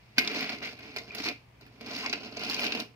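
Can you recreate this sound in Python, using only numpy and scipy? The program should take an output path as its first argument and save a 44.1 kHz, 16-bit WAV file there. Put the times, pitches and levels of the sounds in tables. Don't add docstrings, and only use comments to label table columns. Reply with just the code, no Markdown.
import sys
import numpy as np
from scipy import signal
from scipy.fft import rfft, irfft
from scipy.io import wavfile

SR = 44100
rng = np.random.default_rng(int(sys.argv[2]) if len(sys.argv) > 2 else 0)


def persist_wave(psi):
    counts = np.round(np.clip(psi, -1, 1) * 32767).astype(np.int16)
    wavfile.write(sys.argv[1], SR, np.atleast_2d(counts).T)


N = 130095

# start_s, desk_db, chassis_db, shell_db
PUSHES = [(0.156, -78, -66.5, -73), (0.176, -34.5, -35, -45), (0.2, -40, -52, -43), (0.23, -41.5, -37, -49),
          (0.3, -41, -36, -46.5), (0.35, -35, -35.5, -39), (0.42, -37, -32.5, -39), (0.47, -44.5, -40, -48),
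          (0.521, -39, -39, -43.5), (0.595, -57, -50.5, -57.5), (0.609, -46.5, -51, -61.5),
          (0.627, -40.5, -35, -44), (0.67, -47, -37.5, -44.5), (0.721, -49.5, -52, -49.5),
          (0.76, -57.5, -56, -63.5), (0.84, -48, -47.5, -54), (0.93, -54, -51, -60),
          (0.981, -48, -52, -53.5), (1.05, -54, -75, -58), (1.08, -52, -50.5, -57.5),
          (1.14, -52, -47, -59.5), (1.189, -41.5, -40.5, -41), (1.219, -50, -50.5, -45),
          (1.269, -36.5, -29.5, -34.5), (1.31, -39, -44, -50), (1.34, -70, -75, -62), (1.4, -85, -82, -73),
          (1.59, -79, -74, -94), (1.618, -57.5, -57, -63), (1.7, -64, -69, -71.5), (1.78, -60.5, -65, -69),
          (1.83, -49.5, -51.5, -58.5), (1.899, -42, -43, -46.5), (1.98, -44, -41, -40.5),
          (2.06, -42, -36, -46.5), (2.115, -46.5, -52, -49), (2.19, -44.5, -52, -55.5),
          (2.256, -44.5, -45.5, -49), (2.3, -51, -53.5, -60.5), (2.35, -46.5, -47.5, -53),
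          (2.43, -42, -36.5, -45.5), (2.47, -42.5, -42, -44.5), (2.512, -43.5, -34.5, -36),
          (2.57, -40, -36, -44), (2.64, -34.5, -32.5, -34), (2.7, -43, -40.5, -48),
          (2.809, -39, -36.5, -44.5), (2.87, -58, -96, -63)]
# start_s, desk_db, chassis_db, shell_db, axle_db
CLICKS = [(0.1819, -31, -18.5, -23, -38), (0.1864, -48, -45, -41, -39), (0.1882, -44, -33, -25.5, -52),
          (0.195, -58, -26.5, -42, -52), (0.247, -62, -36.5, -40.5, -70), (0.275, -42, -39, -29.5, -61),
          (0.407, -52, -37, -46, -50), (0.493, -49, -31, -38.5, -64), (0.79, -52, -46.5, -56, -65),
          (0.962, -39, -36, -38, -54), (0.969, -47, -35.5, -45.5, -54.5), (0.983, -54, -36, -36.5, -60),
          (1.149, -49.5, -38.5, -41.5, -45.5), (1.201, -40, -34.5, -50, -66), (1.239, -66, -40, -38, -57),
          (1.286, -50, -36, -34, -51), (1.610, -56.5, -69, -57, -68), (1.665, -55, -51, -68, -67.5),
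          (1.81, -45.5, -44, -50, -61), (1.862, -55, -49, -44.5, -62), (2.026, -77, -61, -42, -74),
          (2.061, -44, -34, -34.5, -72), (2.096, -41.5, -44, -37.5, -69), (2.1282, -47, -28, -29, -60),
          (2.1331, -36, -31, -41, -57), (2.233, -58, -48, -49, -79), (2.369, -42, -39.5, -39, -66),
          (2.394, -43, -53, -42.5, -58), (2.435, -50, -35.5, -41, -54.5), (2.447, -46, -39, -37.5, -61),
          (2.498, -36.5, -50, -33.5, -48), (2.543, -57, -44, -33, -49), (2.593, -46, -33.5, -38, -51.5),
          (2.604, -56, -50, -55, -46), (2.641, -49, -28, -51, -46.5), (2.665, -59, -29, -33, -54),
          (2.721, -41, -31.5, -33.5, -66), (2.75, -37.5, -32.5, -41.5, -54),
          (2.8, -45, -36.5, -35.5, -47.5)]
CLICK_TRIM_DB = [-2, -3.5, -1, 0.5, -0.5]
PART_EDGES_HZ = [370, 1390, 3418, 7670]
# pitch_hz, level_db
CONTACT_COLOUR = [(60, -39), (125, -19), (200, -5.5), (290, -2.5), (460, -6), (560, -9), (720, -9.5),
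                  (1200, -19), (1500, -15.5), (1950, -13.5), (2400, -3), (3300, -15), (4300, -7),
                  (5200, -10.5), (6200, -20.5), (8000, -31), (12500, -26), (13700, -22.5), (16000, -31)]
# pitch_hz, width_hz, lift_db
MODES = [(262, 22, 3), (368, 30, -7), (410, 22, 5), (455, 30, 5), (535, 35, -6), (720, 100, 4),
         (800, 30, -7), (1018, 50, 5), (1430, 110, 6), (2110, 60, 6), (2435, 140, 2), (2790, 140, 4),
         (4885, 80, 5)]
# after_ring_db, ring_t60_s, room_db
PARTS = [(-4, 0.067, -12), (-0.5, 0.035, -7.5), (-4, 0.053, -4), (8.5, 0.024, -5.5), (12, 0.025, 4)]
# trim_db, grains_per_s, grain_spread_db, growth (extra dB per dB of push)
CHATTER = [(-4, 1600, 2.5, -0.13), (-4, 1400, 3.5, -0.01), (-1, 2000, 2.5, 0), (0, 1500, 5, 0),
           (-19.5, 410, 3, 0)]
# pitch_hz, t60_s
ROOM_T60 = [(150, 0.36), (1000, 0.17), (2800, 0.25), (14000, 0.23)]
# first_lag_s, last_lag_s
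LEFT_LAG_S = (.00009, .0002)
# pitch_hz, likeness (1 = identical)
RING_ALIKE = [(250, 0.89), (700, 0.48), (1500, .6), (2500, 0.019), (5000, 0.29)]
# pitch_hz, left_minus_right_db
STEREO_TILT = [(100, -1), (200, -3), (1300, -2.5), (2400, 0), (4500, -3), (5500, 3), (9000, 1)]
# pitch_hz, rms_level_db
HUM = [(58, -71), (119.7, -62)]
# pitch_hz, density_db (per Hz)
AIR_COLOUR = [(25, -24), (70, -6), (140, -6), (300, -16), (1000, -17), (1400, -23.5), (2400, -18.5),
              (3400, -28), (5000, -30.5), (7700, -40), (16000, -42.5)]
# pitch_hz, likeness (1 = identical)
AIR_ALIKE = [(50, 1), (300, 0.7), (900, 0.024)]
# start_s, length_s
SCRUB = (2.028, .05)
# lowest_hz, highest_hz, touches_per_s, level_db (against the shell's push)
JINGLE = (4200, 5500, 130, -7)
# start_s, pitch_hz, peak_db
PINGS = [(0.1815, 4875, -25), (0.1815, 1540, -24), (0.4055, 5100, -33), (1.1065, 2430, -33)]
# pitch_hz, level_db
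GRIT_COLOUR = [(200, -20), (700, 1), (5400, -1.5), (7500, -25), (15000, -21)]
# start_s, colour_ratio
TURN = (2.1, 1.05)

AIR_DB = -60
SCRUB_HZ, SCRUB_WIDTH_HZ, SCRUB_DB = 1000, 120, -42.5
GRIT_PER_S, GRIT_SPREAD_DB, GRIT_DB = 450, 3, -4
JINGLE_T60_S, JINGLE_SPREAD_DB = .02, 3.5
PING_T60_S, CHIME_RISE_S = .03, .002
ECHO_DB = -10.5
BOUNCE_PER_S, BOUNCE_DB, BOUNCE_FALL_DB_PER_S = 3200, -4, 2500
USUAL_PUSH_DB = -44
DETUNE = .02
EARLY_COLOUR_RATIO = 0.97
BAND_LIMIT_HZ = 15750


def amp(db):
    return 10 ** (np.asarray(db) / 20)


def unit(x):
    return x / np.sqrt(np.mean(x ** 2) + 1e-20)


def read(points, hz):
    f, value = np.transpose(points)
    return np.interp(np.log(hz + 1), np.log(f + 1), value)


def add(mix, s, sound):
    part = mix[max(round(s * SR), 0):][:len(sound)]
    part += sound[:len(part)]


def pair(x, likeness):
    a, b = rfft(x)
    alike = np.clip(read(likeness, np.fft.rfftfreq(x.shape[1], 1 / SR)), -1, 1)
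    mixed = alike * a + np.sqrt(1 - alike ** 2) * b
    return irfft(np.array([a, mixed]), x.shape[1])


def causal(gain, size=4096):
    log = np.log(np.maximum(gain / gain.max(), 1e-5))
    mirrored = np.r_[log, log[-2:0:-1]]
    spectrum = np.exp(np.conj(signal.hilbert(mirrored)))
    h = np.fft.ifft(spectrum).real[:size]
    return h / np.linalg.norm(h)


def push(column):
    t, rows = np.arange(N) / SR, np.array(PUSHES)
    level_db = np.interp(t, rows[:, 0], rows[:, column])
    return level_db - 300 * np.maximum(t - rows[-1, 0], 0)


def lag_left(x):
    return np.array([np.roll(x, round(np.mean(LEFT_LAG_S) * SR)), x])


def background():
    hz, t = np.fft.rfftfreq(N, 1 / SR), np.arange(N) / SR
    noise = pair(rng.standard_normal((2, N)), AIR_ALIKE)
    air = irfft(rfft(noise) * amp(read(AIR_COLOUR, hz)), N)
    hum = sum(amp(db) * np.sqrt(2) * np.sin(2 * np.pi * (f * t + rng.random())) for f, db in HUM)
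    return amp(AIR_DB) * unit(air) + hum


def room_tail(size=22050):
    hz, t, z = signal.stft(rng.standard_normal((2, size)), SR, nperseg=256)
    decay = amp(-60 * t / read(ROOM_T60, hz)[:, None])
    tail = signal.istft(z * decay, SR, nperseg=256)[1][:, :size]
    tail = tail * np.minimum(np.arange(size) / SR / 0.0079, 1)
    return tail / np.linalg.norm(tail, axis=1, keepdims=True)


def scrub():
    start, length = SCRUB
    t, out = np.arange(0, length, 1 / SR), np.zeros(N)
    r = np.exp(-np.pi * SCRUB_WIDTH_HZ / SR)
    poles = [1, -2 * r * np.cos(2 * np.pi * SCRUB_HZ / SR), r * r]
    slip = signal.lfilter([1, 0, -1], poles, rng.standard_normal(N))[-len(t):]
    swell = np.sqrt(np.sin(np.pi * t / length))
    add(out, start, amp(SCRUB_DB) * unit(slip * swell))
    return out


def grit(size=2048):
    sizes = amp(GRIT_SPREAD_DB * np.minimum(rng.exponential(1, N), 3))
    ticks = (rng.random(N) < GRIT_PER_S / SR) * sizes
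    tick = causal(amp(read(GRIT_COLOUR, np.fft.rfftfreq(size, 1 / SR))))
    return signal.oaconvolve(unit(ticks) * amp(GRIT_DB + push(-1)), tick)[:N]


def chime(t, hz, t60):
    rise = np.minimum(t / CHIME_RISE_S, 1)
    decay = amp(-60 * np.maximum(t - CHIME_RISE_S, 0) / t60)
    return rise * decay * np.sin(2 * np.pi * hz * t)


def jingle(size=1200):
    low_hz, high_hz, per_s, db = JINGLE
    t, out, push_db = np.arange(size) / SR, np.zeros(N), push(-1)
    for when, pitch, strength in rng.random((round(per_s * N / SR), 3)):
        size_db = JINGLE_SPREAD_DB * min(-np.log(1 - strength), 2)
        level_db = db + size_db + push_db[int(when * N)]
        touch = chime(t, low_hz + pitch * (high_hz - low_hz), JINGLE_T60_S)
        add(out, when * N / SR, amp(level_db) * touch)
    return out


def ping():
    t = np.arange(N) / SR
    return sum(amp(db) * chime(np.maximum(t - s, 0), hz, PING_T60_S) for s, hz, db in PINGS)


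def wheels():
    chance, sign = rng.random(N), rng.choice([-1., 1.], N)
    grain = np.minimum(rng.exponential(1, N), 4)
    forces = []
    for column, (db, per_s, spread_db, growth) in zip([1, 1, 2, 3, 3], CHATTER):
        push_db = push(column)
        grains = (chance < per_s / SR) * sign * amp(spread_db * grain)
        level_db = db + push_db + growth * (push_db - USUAL_PUSH_DB)
        forces.append(unit(grains) * amp(level_db))
    return np.array(forces)


def clicks(size=900):
    forces, t = np.zeros((len(PARTS), N)), np.arange(size) / SR
    for s, desk_db, *car_db in CLICKS:
        hits = (rng.random(size) < BOUNCE_PER_S / SR) * rng.standard_normal(size)
        burst = hits * amp(BOUNCE_DB - BOUNCE_FALL_DB_PER_S * t)
        burst[0] = 1
        burst = burst / np.linalg.norm(burst) * np.sqrt(.01 * SR)
        for force, db, trim_db in zip(forces, [desk_db, desk_db, *car_db], CLICK_TRIM_DB):
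            add(force, s, burst * amp(db + trim_db))
    return forces


def response(part, lag_s, colour_ratio, size=16384):
    ring_db, t60, room_db = PARTS[part]
    hz, t = np.fft.rfftfreq(size, 1 / SR), np.arange(size) / SR
    shift = 1 + DETUNE * rng.uniform(-1, 1)
    modes_db = sum(db / (1 + ((hz - f * shift) / (w / 2)) ** 2) for f, w, db in MODES)
    colour_db = read(CONTACT_COLOUR, hz / colour_ratio) + modes_db
    below = [0] + [1 / (1 + (hz / edge) ** 14) for edge in PART_EDGES_HZ] + [1]
    gain = amp(colour_db) * np.sqrt(abs(below[part + 1] - below[part]))
    ring = rng.standard_normal((2, size)) * amp(-60 * t / t60)
    after_ring = amp(ring_db) * ring / np.linalg.norm(ring[0])
    diffuse = pair(after_ring + amp(room_db) * room_tail(size=size), RING_ALIKE)
    side = amp(read(STEREO_TILT, hz) / 2)
    ears = np.array([side * np.exp(-2j * np.pi * hz * lag_s), 1 / side])
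    direct = t == 0
    h = irfft(rfft(direct + diffuse) * rfft(causal(gain), size) * ears, size)
    h = h[:, :size * 3 // 4]
    return h / np.sqrt(np.sum(h ** 2) / 2)


def cars(count=4):
    forces, out = wheels() + clicks(), np.zeros((2, N))
    spot = np.repeat(rng.integers(0, count, N // 256 + 1), 256)[:N]
    turned = np.arange(N) / SR > TURN[0]
    layers = [(part, force, 1) for part, force in enumerate(forces) if part != 2]
    layers += [(2, forces[2] * ~turned, EARLY_COLOUR_RATIO), (2, forces[2] * turned, TURN[1])]
    for part, force, colour_ratio in layers:
        for k, lag_s in enumerate(np.linspace(*LEFT_LAG_S, count)):
            here = (force * (spot == k))[None]
            out += signal.oaconvolve(here, response(part, lag_s, colour_ratio), axes=1)[:, :N]
    return out


def scene():
    quiet = background()
    tyres, rings = scrub() + grit(), ping() + jingle()
    echo = amp(ECHO_DB) * signal.oaconvolve((tyres + rings)[None], room_tail(), axes=1)[:, :N]
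    return quiet + echo + lag_left(tyres) + rings + cars()


def record(dry):
    lowpass = signal.firwin(511, BAND_LIMIT_HZ, window=("kaiser", 9), fs=SR)
    return signal.oaconvolve(dry, lowpass[None], "same")


dry = scene()
out = record(dry)
persist_wave(out)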